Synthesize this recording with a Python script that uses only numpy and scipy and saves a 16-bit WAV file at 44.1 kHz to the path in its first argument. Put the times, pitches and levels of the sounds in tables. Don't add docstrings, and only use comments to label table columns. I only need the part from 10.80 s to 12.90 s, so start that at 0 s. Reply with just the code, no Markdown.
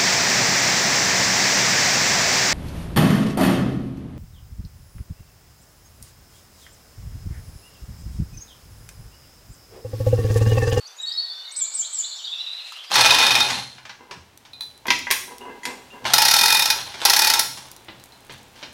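import sys
import numpy as np
from scipy import signal
from scipy.fft import rfft, irfft
from scipy.io import wavfile
from scipy.ndimage import uniform_filter1d

SR = 44100
rng = np.random.default_rng(int(sys.argv[2]) if len(sys.argv) > 2 else 0)


def materialize(psi):
    bounded = np.clip(np.atleast_2d(psi).T, -1, 1)
    quanta = np.round(bounded * 32767).astype(np.int16)
    wavfile.write(sys.argv[1], SR, quanta)


N = 92610


def undb(db):
    return 10 ** (np.asarray(db) / 20)


def add(out, start_s, x):
    i = int(np.clip(start_s * SR, 0, N - 1))
    out[i:i + len(x)] += x[:N - i]


def drift(rate_hz):
    width = max(int(SR / rate_hz), 2)
    y = uniform_filter1d(rng.standard_normal(N), width, mode="wrap")
    y = uniform_filter1d(y, width, mode="wrap")
    return y / y.std()


def tint(x, colour):
    hz, db = np.array(colour).T
    bins_hz = np.maximum(np.fft.rfftfreq(N, 1 / SR), 1)
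    gain = undb(np.interp(np.log(bins_hz), np.log(hz), db))
    return irfft(rfft(x) * gain / np.sqrt(np.mean(gain ** 2)), N)


def noise(colour):
    return tint(rng.standard_normal(N), colour)


def trees(x, scatter_db, scatter_s, tail_db, t60_s, direct=1, gap_s=0.001, tail_rise_s=0.014):
    t = np.arange(N) / SR
    sparse = rng.standard_normal(N) * (rng.random(N) < .03)
    early = sparse * np.exp(-t / scatter_s) * (t > gap_s)
    tail = rng.standard_normal(N) * np.exp(-np.log(1000) * t / t60_s)
    tail *= 1 - np.exp(-t / tail_rise_s)
    echo = undb(scatter_db) * early / np.linalg.norm(early) + undb(tail_db) * tail / np.linalg.norm(tail)
    mix = direct * x + signal.fftconvolve(x, echo)[:N]
    return mix / np.sqrt(direct ** 2 + np.sum(echo ** 2))


def syrinx(hz, waver, attack_s=0.0029, release_s=0.0047, octave_db=-34.5):
    n = len(hz)
    t = np.arange(n) / SR
    phase = 2 * np.pi * np.cumsum(hz * (1 + waver * drift(363)[:n])) / SR
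    gate = np.clip(t / attack_s, 0, 1) * np.clip((t[-1] - t) / release_s, 0, 1)
    tone = np.sin(phase) + undb(octave_db) * np.sin(2 * phase)
    return np.sin(gate * np.pi / 2) ** 2 * tone


def phrase(notes, waver):
    out = np.zeros(N)
    for start_s, length_s, first, middle, last, level_db in notes:
        u = np.linspace(-1, 1, int(length_s * SR))
        hz = middle + u * (last - first) / 2 + u ** 2 * ((first + last) / 2 - middle)
        add(out, start_s, undb(level_db) * syrinx(hz, waver))
    return out


# freq_hz, gain_db
HISS_COLOUR = [(30, -50), (170, -29), (280, -18), (450, -7), (800, 0.5), (1400, 0.5), (2200, -5),
               (4200, -1.5), (6000, -7), (9000, -14), (13000, -16.5), (15500, -21)]
def forest_hiss(level_db=-50.5):
    return noise(HISS_COLOUR) * undb(level_db + 0.13 * drift(36))


# freq_hz, gain_db
LEAF_COLOUR = [(200, -49), (700, -13.5), (1400, -10), (2700, 0), (5000, -3.5), (7000, -19), (10000, -19.5),
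               (15500, -48)]
# time_s, level_db
LEAF_SWELL = [(0, -83), (1.4, -73), (1.65, -50.5), (1.93, -45), (2.1, -50.5)]
def stirring_leaves():
    swell_db = np.interp(np.arange(N) / SR, *np.array(LEAF_SWELL).T)
    return noise(LEAF_COLOUR) * undb(swell_db + 2.8 * drift(45))


# freq_hz, gain_db
BRUSH_EQ = [(300, -39), (1200, -3), (2500, 1), (5000, -9), (7000, 7), (10000, -3), (15000, -17)]
def leaf_brush(peak_s=1.895, width_s=0.06, level_db=-55):
    t = np.arange(N) / SR
    swell = np.exp(-((t - peak_s) / width_s) ** 2 / 2)
    return noise(BRUSH_EQ) * swell * undb(level_db + 2.5 * drift(150))


# start_s, level_db
TWIG_TICKS = [(1.922, -31), (1.97, -39)]
# freq_hz, gain_db
TWIG_COLOUR = [(150, -50), (500, -35), (950, -10), (1300, -2.5), (1850, -24), (4000, -16), (7000, -21.5),
               (15000, -32.5)]
def twigs(decay_s=0.0043):
    out, t = np.zeros(N), np.arange(N) / SR
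    for start_s, level_db in TWIG_TICKS:
        add(out, start_s, undb(level_db) * rng.standard_normal(N) * np.exp(-t / decay_s))
    return trees(tint(out, TWIG_COLOUR), scatter_db=-12.5, scatter_s=0.018, tail_db=-12.5, t60_s=0.84)


# start_s, length_s, first_hz, middle_hz, last_hz, level_db
LOW_NOTES = [(0, 0.24, 2560, 2548, 2565, -59.5), (.2, 0.28, 1760, 1890, 1865, -50),
             (.47, 0.23, 1860, 1850, 1886, -60), (.47, .15, 1490, 1520, 1537, -54),
             (.67, 0.069, 2113, 2210, 2320, -47.5), (.76, .13, 2270, 2310, 2333, -45),
             (.92, 0.17, 2310, 2300, 2322, -58.5), (1.17, 0.063, 2300, 2320, 2210, -51.5),
             (.6, 0.048, 2970, 2950, 3010, -46.5), (.99, 0.078, 2960, 2990, 2990, -48),
             (1.19, 0.066, 2994, 2980, 2950, -42.5)]
def low_whistles():
    return trees(phrase(LOW_NOTES, waver=0.0081), scatter_db=-9, scatter_s=0.011, tail_db=1, t60_s=1.0)


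# start_s, length_s, first_hz, middle_hz, last_hz, level_db
HOARSE_NOTES = [(.275, 0.038, 3330, 3440, 3180, -43), (.32, 0.021, 4870, 5160, 5340, -35),
                (1.94, 0.0385, 2867, 2920, 3270, -38), (1.972, 0.036, 3120, 3186, 3160, -33)]
def hoarse_bird():
    voice = phrase(HOARSE_NOTES, waver=0.0495)
    return trees(voice, scatter_db=-4, scatter_s=0.011, tail_db=-5, t60_s=1.0, direct=0)


# start_s, length_s, first_hz, middle_hz, last_hz, level_db
WARBLE_NOTES = [(.54, 0.053, 5400, 5700, 5780, -49.5), (.642, .035, 3436, 3950, 3520, -33),
                (.746, 0.026, 4350, 5190, 7500, -32.5), (.772, 0.024, 6200, 5030, 4460, -62),
                (.79, .028, 4016, 3600, 2950, -35.5), (.835, .035, 3390, 4000, 5080, -34),
                (.91, .04, 4100, 4900, 6550, -38), (.97, 0.019, 6200, 5200, 4440, -36),
                (1.022, .045, 3147, 3750, 4673, -31), (1.13, 0.074, 6230, 5200, 4420, -39.5),
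                (1.224, 0.033, 3206, 3750, 4630, -26.5), (1.275, 0.061, 4700, 4300, 4350, -33),
                (1.31, 0.098, 3500, 3700, 3500, -37), (1.35, .04, 5020, 5600, 6260, -39.5),
                (1.39, 0.035, 3325, 3050, 3260, -36.5), (1.43, 0.027, 3567, 3900, 5100, -25.5),
                (1.455, 0.031, 3746, 3550, 3410, -26), (1.52, 0.027, 3410, 3600, 3780, -31),
                (1.57, 0.0434, 3512, 3750, 3940, -28.5), (1.55, 0.055, 5600, 5550, 5280, -44.5),
                (1.67, 0.066, 5600, 5500, 5300, -75), (1.66, 0.018, 3760, 3750, 4300, -42),
                (1.775, 0.024, 3786, 3600, 3550, -34), (2.06, 0.038, 4770, 4800, 5200, -41.5)]
def warbling_bird():
    voice = phrase(WARBLE_NOTES, waver=0.0336)
    return trees(voice, scatter_db=2, scatter_s=0.019, tail_db=3.5, t60_s=0.86, direct=0.78)


# start_s, level_db
PIP_NOTES = [(1.526, -37), (1.597, -34.5), (1.666, -39), (1.729, -48), (1.789, -37.5), (1.851, -39),
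             (1.919, -41)]
def pip_bird(length_s=0.0226, top_hz=2880, fall_hz=256):
    out = np.zeros(N)
    hz = top_hz - fall_hz * np.linspace(0, 1, int(length_s * SR))
    for start_s, level_db in PIP_NOTES:
        add(out, start_s, undb(level_db) * syrinx(hz, waver=0.03))
    return trees(out, scatter_db=-5, scatter_s=0.028, tail_db=1, t60_s=0.52)


# start_s, length_s, first_hz, middle_hz, last_hz, level_db
HELD_NOTES = [(.08, .055, 3540, 3520, 3600, -50.5), (.435, 0.09, 3570, 3550, 3580, -44.5),
              (.5, .135, 3550, 3550, 3570, -36.5), (.632, 0.092, 3550, 3644, 3560, -44)]
def held_tones():
    return phrase(HELD_NOTES, waver=0.0012)


# start_s, length_s, first_hz, middle_hz, last_hz, level_db
STUTTER_NOTES = [(.184, 0.027, 3710, 3820, 3800, -36), (.199, 0.029, 3774, 3830, 3900, -28.5),
                 (.229, .03, 3770, 3790, 3850, -25.5), (.262, 0.11, 3770, 3795, 3844, -31)]
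def stuttering_whistle():
    voice = phrase(STUTTER_NOTES, waver=0.0075)
    return trees(voice, scatter_db=-14, scatter_s=0.041, tail_db=-2, t60_s=1.0)


# start_s, length_s, first_hz, middle_hz, last_hz, level_db
CLIMB_NOTES = [(1.516, 0.018, 3750, 3600, 3460, -21), (1.598, 0.021, 3854, 3942, 3900, -25),
               (1.665, 0.027, 4005, 3905, 3770, -24.5), (1.712, 0.05, 3924, 4010, 3840, -30.5),
               (1.748, 0.026, 4065, 3923, 4200, -31.5), (1.795, 0.028, 3965, 4107, 4080, -32),
               (1.835, 0.031, 4076, 4100, 4100, -35)]
def climbing_bird():
    voice = phrase(CLIMB_NOTES, waver=0.016)
    return trees(voice, scatter_db=0.5, scatter_s=0.028, tail_db=-3, t60_s=1.0)


# start_s, length_s, first_hz, middle_hz, last_hz, level_db
CHIP_NOTES = [(.257, 0.046, 4050, 4505, 4600, -28), (.314, 0.014, 3970, 4280, 5700, -23.5),
              (.35, 0.039, 4100, 4250, 4100, -36), (.373, 0.04, 4275, 4450, 4260, -21),
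              (.412, 0.045, 4467, 4440, 4360, -29), (.475, .065, 4300, 4410, 4630, -34.5)]
def chipping_bird():
    return trees(phrase(CHIP_NOTES, waver=0.016), scatter_db=-1, scatter_s=0.013, tail_db=-3, t60_s=1.0)


# start_s, length_s, first_hz, middle_hz, last_hz, level_db
THIN_NOTES = [(.002, .046, 4410, 4510, 4370, -41.5), (.048, 0.027, 4270, 4590, 4970, -36),
              (.07, 0.0145, 6900, 5910, 5360, -38.5), (.105, 0.013, 5180, 6200, 5460, -44.5),
              (.164, 0.045, 6750, 6790, 6890, -44), (.212, 0.028, 7500, 7550, 7740, -34),
              (.274, 0.0093, 5440, 7460, 8150, -41), (.291, 0.0063, 7130, 7930, 7900, -33),
              (.39, 0.015, 3900, 3510, 2900, -41), (.686, 0.018, 6500, 6950, 6250, -46),
              (.707, 0.015, 4900, 6500, 8190, -38), (.719, 0.022, 8500, 8200, 8422, -31.5)]
def thin_calls():
    voice = phrase(THIN_NOTES, waver=0.014)
    return trees(voice, scatter_db=-5, scatter_s=0.0065, tail_db=-6, t60_s=0.44)


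# start_s, length_s, top_hz, end_hz, base_level_db
TSEE_NOTES = [(.761, .085, 8197, 6592, -22.5), (.937, .087, 8057, 6487, -24.5),
              (1.128, .090, 7940, 6560, -24)]
# note_fraction, fall_fraction, gain_db
TSEE_CONTOUR = [(0, 0, -2), (.15, .03, 2.5), (.32, .21, -2.5), (.46, .35, -2), (.64, 0.44, 5),
                (0.792, .59, 8), (0.898, 1, -1), (1, 0.95, -18)]
def tsee_bird(flick_hz=2068, flick_s=0.0018):
    out = np.zeros(N)
    position, fall, swell_db = np.array(TSEE_CONTOUR).T
    for start_s, length_s, top_hz, end_hz, base_db in TSEE_NOTES:
        u = np.linspace(0, 1, int(length_s * SR))
        slide = top_hz + (end_hz - top_hz) * np.interp(u, position, fall)
        flick = flick_hz * np.exp(-u * length_s / flick_s)
        envelope = undb(base_db + np.interp(u, position, swell_db))
        add(out, start_s, envelope * syrinx(slide - flick, waver=0.0121))
    return trees(out, scatter_db=2, scatter_s=0.02, tail_db=-1.5, t60_s=0.75)


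def scene():
    birds = thin_calls() + chipping_bird() + climbing_bird() + stuttering_whistle() + held_tones()
    birds += low_whistles() + warbling_bird() + hoarse_bird() + tsee_bird() + pip_bird()
    return (birds + twigs() + leaf_brush() + forest_hiss() + stirring_leaves())[None]


def record(dry):
    cutoff_hz = 15450
    return signal.sosfilt(signal.ellip(10, .2, 70, cutoff_hz, fs=SR, output="sos"), dry)


dry = scene()
out = record(dry)
materialize(out)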